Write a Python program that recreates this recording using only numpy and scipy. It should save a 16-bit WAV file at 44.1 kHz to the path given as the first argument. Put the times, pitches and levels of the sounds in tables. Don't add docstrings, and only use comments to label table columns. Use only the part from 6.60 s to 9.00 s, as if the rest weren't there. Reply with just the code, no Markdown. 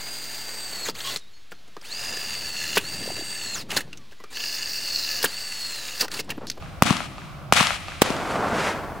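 import sys
import numpy as np
from scipy import signal
from scipy.fft import rfft, irfft, next_fast_len
from scipy.io import wavfile
from scipy.ndimage import uniform_filter1d

SR = 44100
rng = np.random.default_rng(int(sys.argv[2]) if len(sys.argv) > 2 else 0)


def nominal_scale(level):
    x = np.asarray(level, float) / 20
    return 10 ** x


def master(y):
    cut = np.clip(np.atleast_2d(y).T, -1, 1)
    pcm = np.round(cut * 32767)
    wavfile.write(sys.argv[1], SR, pcm.astype(np.int16))


N = 105840
LEAD = int(.4 * SR)


def colour(x, points):
    p, size = np.array(points), next_fast_len(x.shape[-1])
    hz = np.maximum(np.arange(size // 2 + 1) * SR / size, 1)
    gain = nominal_scale(np.interp(np.log(hz), np.log(p[:, 0]), p[:, 1]))
    return irfft(rfft(x, size) * gain, size)[..., :x.shape[-1]]


def unit(x):
    return x / np.sqrt(np.mean(x ** 2))


def pan(db):
    return nominal_scale(np.array([db, -db]) / 2)


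def pair(mid, side, alike):
    c = np.clip(alike, 0, 1)
    return (np.sqrt(1 + c) * mid + np.sqrt(1 - c) * side * np.array([[1], [-1]])) / np.sqrt(2)


def walk(hz):
    hold = int(SR / hz)
    steps = np.repeat(rng.standard_normal(N // hold + 1), hold)
    return unit(uniform_filter1d(uniform_filter1d(steps, hold), hold)[:N])


def grains(count, spread_db, share=1.):
    size_draw, sounds_draw = rng.random((count, 2)).T
    sizes = nominal_scale(-spread_db * np.log(1 - size_draw))
    return unit(rng.standard_normal(count) * sizes * (sounds_draw < share))


# f/Hz, level/dB per Hz
NIGHT_COLOUR = [(25, -13.5), (130, 0.5), (200, -11), (280, -15.5), (450, -18), (1000, -16), (2600, -33),
                (15500, -51)]


def night():
    level_db, alike_hz, drift_db, drift_hz = -39.5, 2780, .8, 6.8
    out, base = 0, rng.standard_normal((2, N))
    for hz in 40 * 2. ** np.arange(9):
        top_hz = min(hz * np.sqrt(2) * (1 + (hz > 9e3)), 2e4)
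        octave = signal.butter(2, [hz / np.sqrt(2), top_hz], "band", fs=SR, output="sos")
        band = signal.sosfilt(octave, base)
        alike = 1 / (1 + hz / alike_hz) - .08
        out = out + pair(band[0], band[1], alike) * nominal_scale(drift_db * walk(drift_hz))
    return unit(colour(out, NIGHT_COLOUR)) * nominal_scale(level_db)


def wind():
    level_db, top_hz, gust_db, gust_hz = -41, 60.5, 2, 3.5
    low = signal.sosfilt(signal.butter(2, top_hz, fs=SR, output="sos"), rng.standard_normal((2, N)))
    return unit(low) * nominal_scale(level_db + gust_db * walk(gust_hz))


# delay t/s, level/dB, left-right level/dB
SCATTER = [(.003, -17.5, 4), (0.029, -30, 18.5), (0.041, -14, 7.5), (0.063, -16, 5.5), (.15, -23.5, 4),
           (0.236, -28.5, 3), (0.254, -35.5, 3), (.34, -38.5, 1), (0.368, -36, 1.5), (.7, -46, -2.5)]
# f/Hz, level/dB
SCATTER_COLOUR = [(60, -15), (200, -9), (450, -4.5), (1000, -3), (2200, 10), (5000, 2.5), (10000, 0),
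                  (15000, -15)]
ECHO_DELAYS = [.0123, .0160, .0228, .0330, .0465, .0790, .0840, .1045, .1460, .1820, .3595, .3960, .4025,
               .4290, .0838]
# level/dB, left-right level/dB, low edge f/Hz, high edge f/Hz, smear t/s
ECHOES = [(-2, -6, 1300, 8600, 0.000032), (-22, 5, 920, 7200, 0.000085), (-21, -28, 2600, 9700, 0.00023),
          (-17.5, -14, 46, 670, 0.00017), (-12, 4, 670, 1330, 0.0027), (-4.5, -10, 1040, 4400, 0.0036),
          (-8.5, 17, 123, 7500, 0.00085), (-9.5, 8, 1200, 6900, .001), (-5.5, 1, 1040, 7100, 0.0024),
          (-5, 5.5, 420, 2600, 0.0041), (-17, 1, 690, 4100, 0.0027), (-16.5, 2, 1400, 2400, 0.00085),
          (-21, 1, 1100, 1500, 0.0011), (-27.5, -13, 700, 2700, 0.0026), (-9.5, 3, 90, 520, 0.000044)]


def space():
    scatter_db, grain_db, alike, air_db_per_s_khz = -20.5, 1.8, 0.58, 0.77
    size = int(.8 * SR)
    t, s = np.arange(size) / SR, np.array(SCATTER)
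    noise = colour(pair(grains(size, grain_db), grains(size, grain_db), alike), SCATTER_COLOUR)
    hz, at, z = signal.stft(noise, SR, nperseg=256)
    air = nominal_scale(-air_db_per_s_khz * np.outer(hz / 1000, at))
    noise = signal.istft(z * air, SR, nperseg=256)[1][:, :size]
    level = nominal_scale(np.interp(t, s[:, 0], s[:, 1], left=-99) + scatter_db)
    out = noise * level * pan(np.interp(t, s[:, 0], s[:, 2]))
    for delay_s, (db, pan_db, lo_hz, hi_hz, smear_s) in zip(ECHO_DELAYS, ECHOES):
        k = int(round(delay_s * SR))
        rough = rng.standard_normal(1024) * np.exp(-t[:1024] / smear_s)
        click = rough / np.sqrt(np.sum(rough ** 2)) * .45
        click[0] += 1 / np.sqrt(1 + smear_s / .0005)
        echo = signal.lfilter(*signal.butter(2, [lo_hz, hi_hz], "band", fs=SR), click)
        out[:, k:k + 1024] += nominal_scale(db) * np.outer(pan(pan_db), echo)
    return out


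DEBRIS_TIMES = [
    .2226,
    .9243,
    .9272,
    1.4142,
    1.4178,
    1.4200,
]
# level/dB, decay t/s, dullness 0-1
DEBRIS = [(-2.5, .002, 0.41), (5, 0.0017, 0.73), (-1, 0.00082, 0.95), (1, 0.00072, 1), (3, 0.0019, 0.74),
          (3.5, 0.0045, 0.81)]


def debris():
    out, t = np.zeros((2, N)), np.arange(1500) / SR
    for s, (db, decay_s, dull) in zip(DEBRIS_TIMES, DEBRIS):
        k, pole = int(s * SR), min(dull, .95)
        grit = pair(*rng.standard_normal((2, 1500)), .55)
        out[:, k:k + 1500] += nominal_scale(db) * signal.lfilter([1 - pole], [1, -pole], grit) * np.exp(-t / decay_s)
    return signal.lfilter(*signal.butter(2, 700, "high", fs=SR), out)


FIZZ_TIMES = [1.44, 1.59, 1.71, 1.82, 1.96, 1.985, 2.075, 2.118, 2.14, 2.22, 2.4]
# roar level/dB, spitting level/dB over the roar
FIZZ_LEVELS = [(-31.5, 0), (-30.5, -12.5), (-28, -8.5), (-24, -16.5), (-24, -12), (-24.5, -8.5), (-27, -3),
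               (-26.5, -8), (-30.5, -11), (-33.5, -16), (-40.5, -15)]
# f/Hz, level/dB per Hz
ROAR_COLOUR = [(35, -34), (60, -16), (146, -7), (182, -0.5), (306, -2), (665, 0), (1470, -4.5), (5000, -59),
               (6500, -60), (11000, -120)]
# f/Hz, level/dB per Hz
SPIT_COLOUR = [(600, 6), (2000, 10.5), (3500, 2.5), (8000, -6.5), (11000, -13), (13000, -22), (16000, -32)]
# t/s, level/dB, f/Hz
POP = (1.928, -13, 220)


def puffs():
    return grains(N, 1.3, 3000 / SR) + 0.94 * rng.standard_normal(N)


def fizz():
    flicker_db, flicker_hz, roar_db, spit_db, spit_grain_db = .9, 60, 0, 3, 1.2
    ember_db, ember_hz, pop_decay_s = -53, 7000, .0016
    t, levels = np.arange(N) / SR, np.array(FIZZ_LEVELS)
    lit = np.clip((t - FIZZ_TIMES[0] + .02) / .03, 0, 1)
    hiss = signal.lfilter(*signal.butter(1, ember_hz, "high", fs=SR), rng.standard_normal((2, N)))
    embers = nominal_scale(ember_db) * lit * hiss
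    burning = lit * nominal_scale(np.interp(t, FIZZ_TIMES, levels[:, 0]) + flicker_db * walk(flicker_hz))
    roar = unit(colour(pair(puffs(), puffs(), 0.99), ROAR_COLOUR))
    spit = unit(colour(pair(grains(N, spit_grain_db), grains(N, spit_grain_db), 0.97), SPIT_COLOUR))
    spitting = nominal_scale(spit_db + np.interp(t, FIZZ_TIMES, levels[:, 1])) * spit
    pop_s, pop_db, pop_hz = POP
    late = np.maximum(t - pop_s, 0)
    pop = -nominal_scale(pop_db) * np.sin(2 * np.pi * pop_hz * late) * np.exp(-late / pop_decay_s)
    return burning * (nominal_scale(roar_db) * roar + spitting) + pop + embers


BANG_TIMES = [
    -.335,
    .2223,
    .9240,
    1.4197,
]
# crack level/dB, crack ring f/Hz, thump level/dB, snap level/dB
BANGS = [(-2, 1270, -3, 4.5), (1, 1180, -2, 6.5), (4, 1260, -9, 13), (-2.5, 470, -15, -2)]


def bangs(thump_gain_db, crack_gain_db):
    crack_s, snap_s = .00075, .0001
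    under_ratio, under_db, under_s = 0.66, -2, 0.00077
    thump_hz, thump_s, thump_late_s = 200, .0016, .0007
    out, t = np.zeros(N + LEAD), np.arange(1500) / SR
    late = np.maximum(t - thump_late_s, 0)
    thump = np.sin(2 * np.pi * thump_hz * late) * late / thump_s * np.exp(1 - late / thump_s)
    snap = (1 - t / snap_s) * np.exp(-t / snap_s)
    for s, (crack_db, hz, thump_db, snap_db) in zip(BANG_TIMES, BANGS):
        k = int(round(s * SR)) + LEAD
        ring = np.cos(2 * np.pi * hz * t - .7) * np.exp(-t / crack_s)
        ring += nominal_scale(under_db) * np.cos(2 * np.pi * under_ratio * hz * t) * np.exp(-t / under_s)
        crack = ring * (1 - np.exp(-t / snap_s / 2))
        out[k:k + 1500] += nominal_scale(crack_db + crack_gain_db) * crack
        out[k:k + 1500] += nominal_scale(snap_db) * snap - nominal_scale(thump_db + thump_gain_db) * thump
    return out


def scene():
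    direct_db, direct_thump_db, far_crack_db, fizz_echo_db = 9, -11, -3, -20.5
    send, spray = bangs(0, far_crack_db), fizz()
    send[LEAD:] += nominal_scale(fizz_echo_db) * spray.mean(axis=0)
    echoes = signal.fftconvolve(send[None], space(), axes=1)[:, LEAD:LEAD + N]
    direct = nominal_scale(direct_db) * bangs(direct_thump_db, 0)[LEAD:]
    return direct + debris() + echoes + spray + night() + wind()


def band_limit(x):
    return signal.sosfilt(signal.butter(12, 16390, fs=SR, output="sos"), x)


def record(dry):
    mic_low_hz, ceiling, top_hz = 59, .99, 15900
    x = signal.sosfilt(signal.butter(1, mic_low_hz, "high", fs=SR, output="sos"), dry)
    x = np.clip(x, -ceiling, ceiling)
    x = signal.sosfilt(signal.ellip(6, .2, 60, top_hz, fs=SR, output="sos"), x)
    return band_limit(np.clip(x, -1, 1))


dry = scene()
out = record(dry)
master(out)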